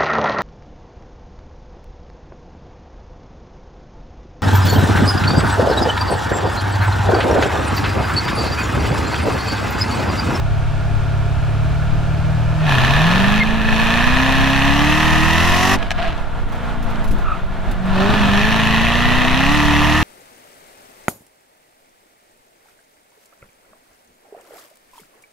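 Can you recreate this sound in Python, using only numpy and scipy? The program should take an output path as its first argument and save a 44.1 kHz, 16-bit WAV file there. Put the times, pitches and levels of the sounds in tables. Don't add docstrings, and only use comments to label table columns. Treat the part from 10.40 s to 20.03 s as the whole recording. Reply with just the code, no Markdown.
import sys
import numpy as np
from scipy.fft import rfft, irfft, next_fast_len
from scipy.io import wavfile
from scipy.ndimage import map_coordinates

SR = 44100
rng = np.random.default_rng(int(sys.argv[2]) if len(sys.argv) > 2 else 0)


def dump(signal):
    limited = np.clip(np.atleast_2d(signal).T, -1, 1)
    pcm = np.round(limited * 32767).astype(np.int16)
    wavfile.write(sys.argv[1], SR, pcm)


N = 424683
TIME_S = np.arange(N) / SR
LAUNCH_S = 2.14


def amp(db):
    return 10 ** (np.asarray(db) / 20)


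def unit(x):
    return x / np.sqrt(np.mean(x ** 2) + 1e-20)


def along(points, hz):
    knots_hz, values = np.transpose(points)
    return np.interp(np.log(hz + 1), np.log(knots_hz + 1), values)


def curve(points):
    return np.interp(TIME_S, *np.transpose(points))


def wobble(rate_hz):
    knots = rng.standard_normal(int(N * rate_hz / SR) + 4)
    return map_coordinates(knots, [TIME_S * rate_hz])


def noise():
    return rng.standard_normal((2, N))


def filtered(x, response):
    size = next_fast_len(N + SR // 4)
    return irfft(rfft(x, size) * response(np.fft.rfftfreq(size, 1 / SR)), size)[..., :N]


def coloured(x, spectrum, modes=()):
    def response(hz):
        humps_db = sum(db * np.exp(-.5 * ((hz - centre) / width) ** 2) for centre, width, db in modes)
        return amp(along(spectrum, hz) + humps_db)
    return unit(filtered(x, response))


def swells(rows, attack_s, fall_db_per_s):
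    envelope = np.zeros(N)
    for start_s, length_s, level_db in rows:
        rise = np.clip((TIME_S - start_s) / attack_s, 0, 1)
        envelope += rise * amp(level_db - fall_db_per_s * np.maximum(TIME_S - start_s - length_s, 0))
    return envelope


def knocks(rows, attack_s):
    envelope = np.zeros(N)
    for start_s, level_db, t60_s in rows:
        age_s = np.maximum(TIME_S - start_s, 0)
        envelope += amp(level_db - 60 * np.minimum(age_s / t60_s, 2)) * (1 - np.exp(-age_s / attack_s))
    return envelope


def since_launch(ramp_s=.43):
    return np.clip((TIME_S - LAUNCH_S) / ramp_s, 0, 1)


def whine(pitch_hz=1405, level_db=-46, drift=.0097, waver_db=3):
    wavering_hz = pitch_hz * (1 + drift * (wobble(1.7) + .5 * wobble(60)))
    return amp(level_db + waver_db * wobble(11)) * np.sin(2 * np.pi * np.cumsum(wavering_hz) / SR)


# frequency_hz, gain_db
WIND_SPECTRUM = [(4, -6), (10, 0), (25, -3), (50, -9), (100, -18), (200, -29), (400, -45), (1000, -80)]

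def wind(standing_db=-21, moving_db=-20, gust_db=2.5, opposed=.11):
    level_db = standing_db + (moving_db - standing_db) * since_launch()
    eddies = amp(gust_db * np.array([wobble(11), wobble(14)])) * coloured(noise(), WIND_SPECTRUM)
    return amp(level_db) * unit(eddies - opposed * eddies[::-1])


# frequency_hz, gain_db
BAY_SPECTRUM = [(130, -38), (220, -4), (293, -6), (357, -9), (404, -4.5), (458, -17.5), (483, -9),
                (667, -5), (1010, -10), (1410, -6.5), (1720, -11.5), (1980, -18.5), (2370, -14),
                (8450, -36), (15800, -51.5)]
# frequency_hz, gain_db
ROLLING_SPECTRUM = [(80, -36), (160, -17), (260, -16), (350, -14), (500, -14), (750, -11.5), (1470, -13.5),
                    (2000, -21), (3500, -26), (5000, -37.5), (9000, -46), (15800, -58)]
# centre_hz, width_hz, lift_db
CABIN_MODES = [(670, 38, 6.1), (898, 53, 2.8), (1390, 35, 2.8), (1713, 14, 6), (2250, 110, 0.92)]

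def bay_and_tyre_roar(breath, throttle, bay_db=-34.5, tyre_db=-33.5, load_db=5.5, clatter=.17):
    bay = amp(bay_db) * coloured(noise() * (1 + clatter * breath), BAY_SPECTRUM, CABIN_MODES)
    tyres = coloured(noise(), ROLLING_SPECTRUM, CABIN_MODES) * amp(tyre_db + 1.4 * wobble(14))
    load = np.minimum(throttle / .41, 1)
    moving = since_launch()
    return amp(load_db * load) * (np.sqrt(1 - moving) * bay + np.sqrt(moving) * tyres)


# start_s, level_db, t60_s
TRIM_TICKS = [(6.085, -47, 0.09), (6.12, -39, .08), (6.15, -46, 0.089), (6.425, -39, 0.13), (6.5, -40, 0.1),
              (6.64, -34, .09), (6.675, -38, 0.13), (6.708, -36, 0.15), (6.78, -43, 0.14), (7.06, -48, .08),
              (7.312, -31.5, 0.066), (7.455, -43, 0.069)]
# frequency_hz, gain_db
TICK_SPECTRUM = [(2000, 10), (5500, 3), (8000, -2), (11000, -1), (15000, -6)]

def trim_ticks():
    return knocks(TRIM_TICKS, attack_s=.002) * coloured(noise(), TICK_SPECTRUM)


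# start_s, level_db, t60_s
CHASSIS_JOLTS = [(5.43, -18, .2), (5.68, -14, .2), (6.02, -19, .3), (6.705, -5, 0.29), (7.28, -13.5, 0.34)]
# frequency_hz, gain_db
JOLT_SPECTRUM = [(10, 2), (25, 5.5), (45, -6), (90, -19), (200, -17.5), (400, -26), (1200, -70)]

def chassis_jolts():
    return knocks(CHASSIS_JOLTS, attack_s=.0033) * coloured(noise(), JOLT_SPECTRUM)


# start_s, length_s, level_db
TYRE_SCRUBS = [(2.21, 0.61, -23), (7.48, 0.41, -22.5)]
# frequency_hz, gain_db
SCRUB_SPECTRUM = [(100, -2.5), (220, 6.5), (330, -3.5), (470, -8.5), (650, 0.5), (950, 1), (1500, -1.5),
                  (2000, -29), (2600, -8.5), (4000, -13), (5000, -22), (12000, -42)]

def tyre_scrub(grit_db=2.5):
    envelope = swells(TYRE_SCRUBS, attack_s=.12, fall_db_per_s=74)
    return envelope * amp(grit_db * wobble(250)) * coloured(noise(), SCRUB_SPECTRUM)


# start_s, length_s, start_hz, end_hz, level_db, octave_db, roughness
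TYRE_SQUEALS = [(3.002, .032, 2170, 2090, -14.5, -24, .18), (3.068, .025, 2560, 2680, -27, -24, .5),
                (6.84, .135, 1305, 1260, -27, -17, .9), (6.914, .032, 1275, 1275, -22, -17, .5)]

def tyre_squeals(stray=.08, stutter_db=3.5):
    out = np.zeros(N)
    drift, stutter = wobble(420), wobble(200)
    for start_s, length_s, start_hz, end_hz, level_db, octave_db, roughness in TYRE_SQUEALS:
        progress = np.clip((TIME_S - start_s) / length_s, 0, 1)
        pitch_hz = (start_hz + (end_hz - start_hz) * progress) * (1 + stray * roughness * drift)
        phase = 2 * np.pi * np.cumsum(pitch_hz) / SR
        tone = np.sin(phase) + amp(octave_db) * np.sin(2 * phase)
        swell = np.sqrt(2 * np.abs(np.sin(np.pi * progress)))
        out += amp(level_db + stutter_db * roughness * stutter) * swell * tone
    return out


# centre_hz, width_hz, lift_db
SHUT_INTAKE_MODES = [(690, 55, 19.5), (1666, 32, 11.5), (2820, 320, 4.5)]
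# start_s, length_s, level_db
THROTTLE_FLUTTERS = [(5.35, 0.086, -26.5), (5.53, 0.15, -23.5)]
# frequency_hz, gain_db
FLUTTER_SPECTRUM = [(300, -6), (560, -13), (1300, -5), (2700, -13), (4000, -16), (6000, -32), (15000, -54)]

def throttle_flutter(breath, rough_db=1.3):
    envelope = swells(THROTTLE_FLUTTERS, attack_s=.072, fall_db_per_s=150) * amp(rough_db * wobble(160))
    return envelope * coloured(noise() * breath, FLUTTER_SPECTRUM, SHUT_INTAKE_MODES)


# start_s, level_db, t60_s
OVERRUN_SNAPS = [(5.387, -22, 0.013), (5.427, -18, 0.018), (5.506, -6, 0.012), (5.514, -15, 0.038),
                 (5.679, -23, .012), (5.778, -28, .015), (6.557, -30, 0.026)]
# frequency_hz, gain_db
SNAP_SPECTRUM = [(300, -15), (700, -2), (2200, 4), (2900, 2), (4500, -4), (5600, -6), (8000, -18),
                 (15000, -34)]

def overrun_snaps():
    return knocks(OVERRUN_SNAPS, attack_s=.00066) * coloured(noise(), SNAP_SPECTRUM, SHUT_INTAKE_MODES)


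# strength_db, runner_lag_s
CYLINDERS = [(4, 0.0025), (-5, 0), (-4.5, 0), (-5.5, 0), (2, 0.0025), (-13, 0), (-7, 0.001), (-3, 0)]

def gulps(cycle, firing_hz, fade_per_stroke=1.8, scatter_db=1, steady_flow=.5):
    stroke, age = np.divmod(cycle * len(CYLINDERS), 1)
    stroke = stroke.astype(int)
    strength_db, lag_s = np.array(CYLINDERS)[stroke % len(CYLINDERS)].T
    size = amp(strength_db + scatter_db * rng.standard_normal(stroke[-1] + 1)[stroke])
    age = age - lag_s * firing_hz
    return unit(steady_flow + size * np.exp(-fade_per_stroke * np.abs(age)) * (age > 0))


def valve_pulses(cycle, jitter_s=.00005, scatter_db=1):
    count = len(CYLINDERS)
    strokes = np.arange(1, int(cycle[-1] * count))
    strength_db, lag_s = np.array(CYLINDERS)[strokes % count].T
    time_error, size_error = rng.standard_normal((len(strokes), 2)).T
    times_s = np.interp(strokes / count, cycle, TIME_S) + lag_s + jitter_s * time_error
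    sizes = amp(.5 * strength_db + scatter_db * size_error)
    return unit(np.bincount(np.abs(times_s * SR).astype(int), sizes, N)[:N])


def ducted(x, smear_rad=3, knot_hz=260):
    knots = rng.standard_normal(int(SR / knot_hz) + 4)
    return filtered(x, lambda hz: np.exp(1j * smear_rad * map_coordinates(knots, [hz / knot_hz])))


# frequency_hz, gain_db
RASP_SPECTRUM = [(150, -57), (300, -13.5), (400, -3.5), (490, -12.5), (620, -4.5), (1250, -1), (1480, -5.5),
                 (2200, -5.5), (3000, -3), (4000, -7.5), (4800, -26), (6500, -51), (9000, -59)]
# early_hz, late_hz, width_hz, lift_db
AIRBOX_MODES = [(685, 700, 36, 7), (1000, 1020, 164, 5.5), (1748, 1914, 133, 13), (1732, 1793, 33, 4),
                (2525, 2746, 188, 5.5), (2507, 2560, 48, 4.5), (3600, 3400, 90, 0), (4350, 4450, 69, 7.5)]
# time_s, late_share
AIRBOX_BLEND = [(2.3, 0.14), (3.7, 0.06), (4.4, 0.63), (5.2, 0.85), (7.5, 0.17), (8.0, 0.3), (8.6, 0.8),
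                (9.6, 0.6)]

def airbox(air):
    early = coloured(air, RASP_SPECTRUM, [(hz, width, db) for hz, _, width, db in AIRBOX_MODES])
    late = coloured(air, RASP_SPECTRUM, [(hz, width, db) for _, hz, width, db in AIRBOX_MODES])
    late_share = curve(AIRBOX_BLEND)
    return unit((1 - late_share) * early + late_share * late)


# frequency_hz, gain_db
HISS_SPECTRUM = [(2500, -25), (3800, 0), (4800, -0.5), (5700, 3), (7000, -5), (9000, -12), (11000, -9.5),
                 (13000, -14.5), (15800, -27)]
MIDDLE_REVS_HZ, HIGH_REVS_HZ = 220, 296

def intake(cycle, firing_hz, throttle, pulse_top_hz=1700, spit_s=.001):
    revs = np.clip((firing_hz - 215) / 115, 0, 1)
    lowpass = lambda hz: 1 / np.sqrt(1 + (hz / pulse_top_hz) ** 4)
    breath = gulps(cycle, firing_hz)
    cycle_age_s = (cycle % 1) * len(CYLINDERS) / firing_hz
    spit = np.exp(-cycle_age_s / spit_s)
    spitting = unit(breath + 2 * revs * spit)
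    turbulence = spitting * filtered(noise(), lambda hz: np.sqrt(1 - .6 * lowpass(hz) ** 2))
    pulses = amp(4 * (revs - 1)) * filtered(ducted(valve_pulses(cycle)), lowpass)
    rasp = airbox(turbulence + np.array([pulses, np.zeros(N)]))
    hiss = coloured((breath + spitting) * noise(), HISS_SPECTRUM)
    open_rasp_db = -18.5 + .008 * np.maximum(firing_hz - MIDDLE_REVS_HZ, 0)
    open_hiss_db = -37 + .0952 * np.maximum(firing_hz - 254, 0)
    return amp(open_rasp_db) * throttle ** 2.75 * rasp + amp(open_hiss_db) * throttle ** 3.7 * hiss


def engine_order(cycle, order, port_lag_rad=.81):
    phase = 2 * np.pi * (order * cycle + rng.random())
    return np.sqrt(2) * np.sin(phase + port_lag_rad * np.array([[.5], [-.5]]))


# held_db, middle_db, high_db
LOPE_ORDERS = [(-50, -45, -44), (-39, -32.5, -23), (-22.5, -33.5, -32), (-21, -29.5, -24.5),
               (-29, -29, -28), (-16, -31.5, -30.5), (-35, -32, -38), (-39, -53, -48), (-33, -48, -55),
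               (-30, -35, -44.5), (-41, -41, -59)]

def exhaust_lope(cycle, firing_hz, throttle, waver_db=2.5, leak=.04):
    engaged = since_launch(ramp_s=.08)
    revs = np.clip((firing_hz - MIDDLE_REVS_HZ) / (HIGH_REVS_HZ - MIDDLE_REVS_HZ), 0, 1)
    lope = 0
    for order, (held_db, middle_db, high_db) in enumerate(LOPE_ORDERS, 1):
        driving_db = middle_db + (high_db - middle_db) * revs
        level_db = (1 - engaged) * held_db + engaged * driving_db
        gain = amp(level_db + waver_db * np.array([wobble(6), wobble(6)]))
        lope += gain * engine_order(cycle, order, port_lag_rad=1)
    return (throttle + leak) ** .53 * lope


# firing_hz, level_db
BOOM_LEVELS = [(120, -17), (152, -15.5), (199, -18), (218, -21.5), (238, -23), (292, -19.5), (312, -22.5),
               (336, -28), (372, -26.5)]

def exhaust_boom(cycle, firing_hz, throttle, waver_db=1, leak=.015):
    load = np.minimum(throttle / .59, 1) + leak
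    level_db = along(BOOM_LEVELS, firing_hz) + waver_db * wobble(20)
    return load * amp(level_db) * engine_order(cycle, len(CYLINDERS))


# start_s, length_s, level_db
EXHAUST_BARKS = [(4.87, 0.34, -31), (7.53, 0.12, -24.5), (7.88, 0.13, -32)]

def exhaust_bark(cycle, throttle, open_db=-43, rough_db=2, step_db=4):
    overtones = 0
    for harmonic in (2, 3, 4):
        gain = amp(rough_db * wobble(70) - step_db * (harmonic - 2))
        overtones += gain * engine_order(cycle, harmonic * len(CYLINDERS))
    flares = swells(EXHAUST_BARKS, attack_s=.091, fall_db_per_s=160)
    return (amp(open_db) * throttle ** .2 + flares) * overtones


# frequency_hz, side_to_mid_db
CABIN_WIDTH = [(100, -8), (300, -4.5), (1000, -8), (2000, -11.5), (4000, -9), (8000, -1), (13000, 1)]

def in_cabin(pair):
    direct, reflected = pair
    side = filtered(reflected, lambda hz: amp(along(CABIN_WIDTH, hz)))
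    return np.array([direct + side, direct - side])


# time_s, firing_hz
HELD_REVS = [(0, 137), (.6, 141.6), (.85, 137.8), (1.5, 148.1), (1.9, 153.2), (2.25, 155.5)]
# time_s, firing_hz
FIRST_PULL_REVS = [(2.39, 121), (2.55, 144), (2.8, 191.6), (3, 215), (3.12, 222), (3.3, 219), (3.5, 226),
                   (3.85, 264), (4.18, 270.5), (4.35, 284.7), (4.6, 313), (4.8, 312), (5, 335), (5.35, 388)]
# time_s, firing_hz
COAST_REVS = [(5.41, 381.7), (6.0, 227.9), (6.35, 239), (7.0, 186.8)]
# time_s, firing_hz
SECOND_PULL_REVS = [(7.4, 186.5), (7.6, 191), (7.74, 214), (7.88, 198.6), (7.97, 202), (8.1, 220),
                    (8.3, 218.4), (8.7, 244.7), (8.9, 251.8), (9.03, 269), (9.15, 299.7), (9.33, 292),
                    (9.62, 312.4)]
# time_s, open_share
PEDAL = [(0, 0.19), (2.14, 0.29), (2.25, 0.6), (2.3, 0.97), (2.98, 0.94), (3.02, 0.8), (3.2, 0.75),
         (3.4, 1), (5.35, 0.92), (5.385, 0), (5.95, 0.03), (6.55, 0.22), (6.85, 0.04), (7.34, 0.08),
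         (7.62, 0.75), (7.92, 0.89), (7.98, 1), (9.63, 0.94)]

def scene():
    firing_hz = curve([*HELD_REVS, *FIRST_PULL_REVS, *COAST_REVS, *SECOND_PULL_REVS])
    throttle = curve(PEDAL)
    cycle = np.cumsum(firing_hz * (1 + .003 * wobble(25))) / SR / len(CYLINDERS)
    breath = gulps(cycle, firing_hz)
    airborne = intake(cycle, firing_hz, throttle) + bay_and_tyre_roar(breath, throttle)
    airborne += throttle_flutter(breath) + tyre_scrub()
    impacts = overrun_snaps() + trim_ticks() + chassis_jolts()
    exhaust = exhaust_lope(cycle, firing_hz, throttle) + exhaust_boom(cycle, firing_hz, throttle)
    exhaust += exhaust_bark(cycle, throttle)
    return in_cabin(airborne + impacts) + exhaust + whine() + tyre_squeals() + wind()


# frequency_hz, left_minus_right_db
PORT_BALANCE = [(40, 0), (120, 1), (260, -1.5), (700, -1.3), (2000, -1), (4400, 1.5), (7500, 3),
                (11000, -6), (15000, -7)]

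def record(dry, ceiling=.96, top_hz=15850):
    ports = filtered(dry, lambda hz: amp(np.array([[.5], [-.5]]) * along(PORT_BALANCE, hz)))
    rounded = ports / (1 + np.abs(ports / ceiling) ** 6) ** (1 / 6)
    return filtered(rounded, lambda hz: hz < top_hz)


dry = scene()
out = record(dry)
dump(out)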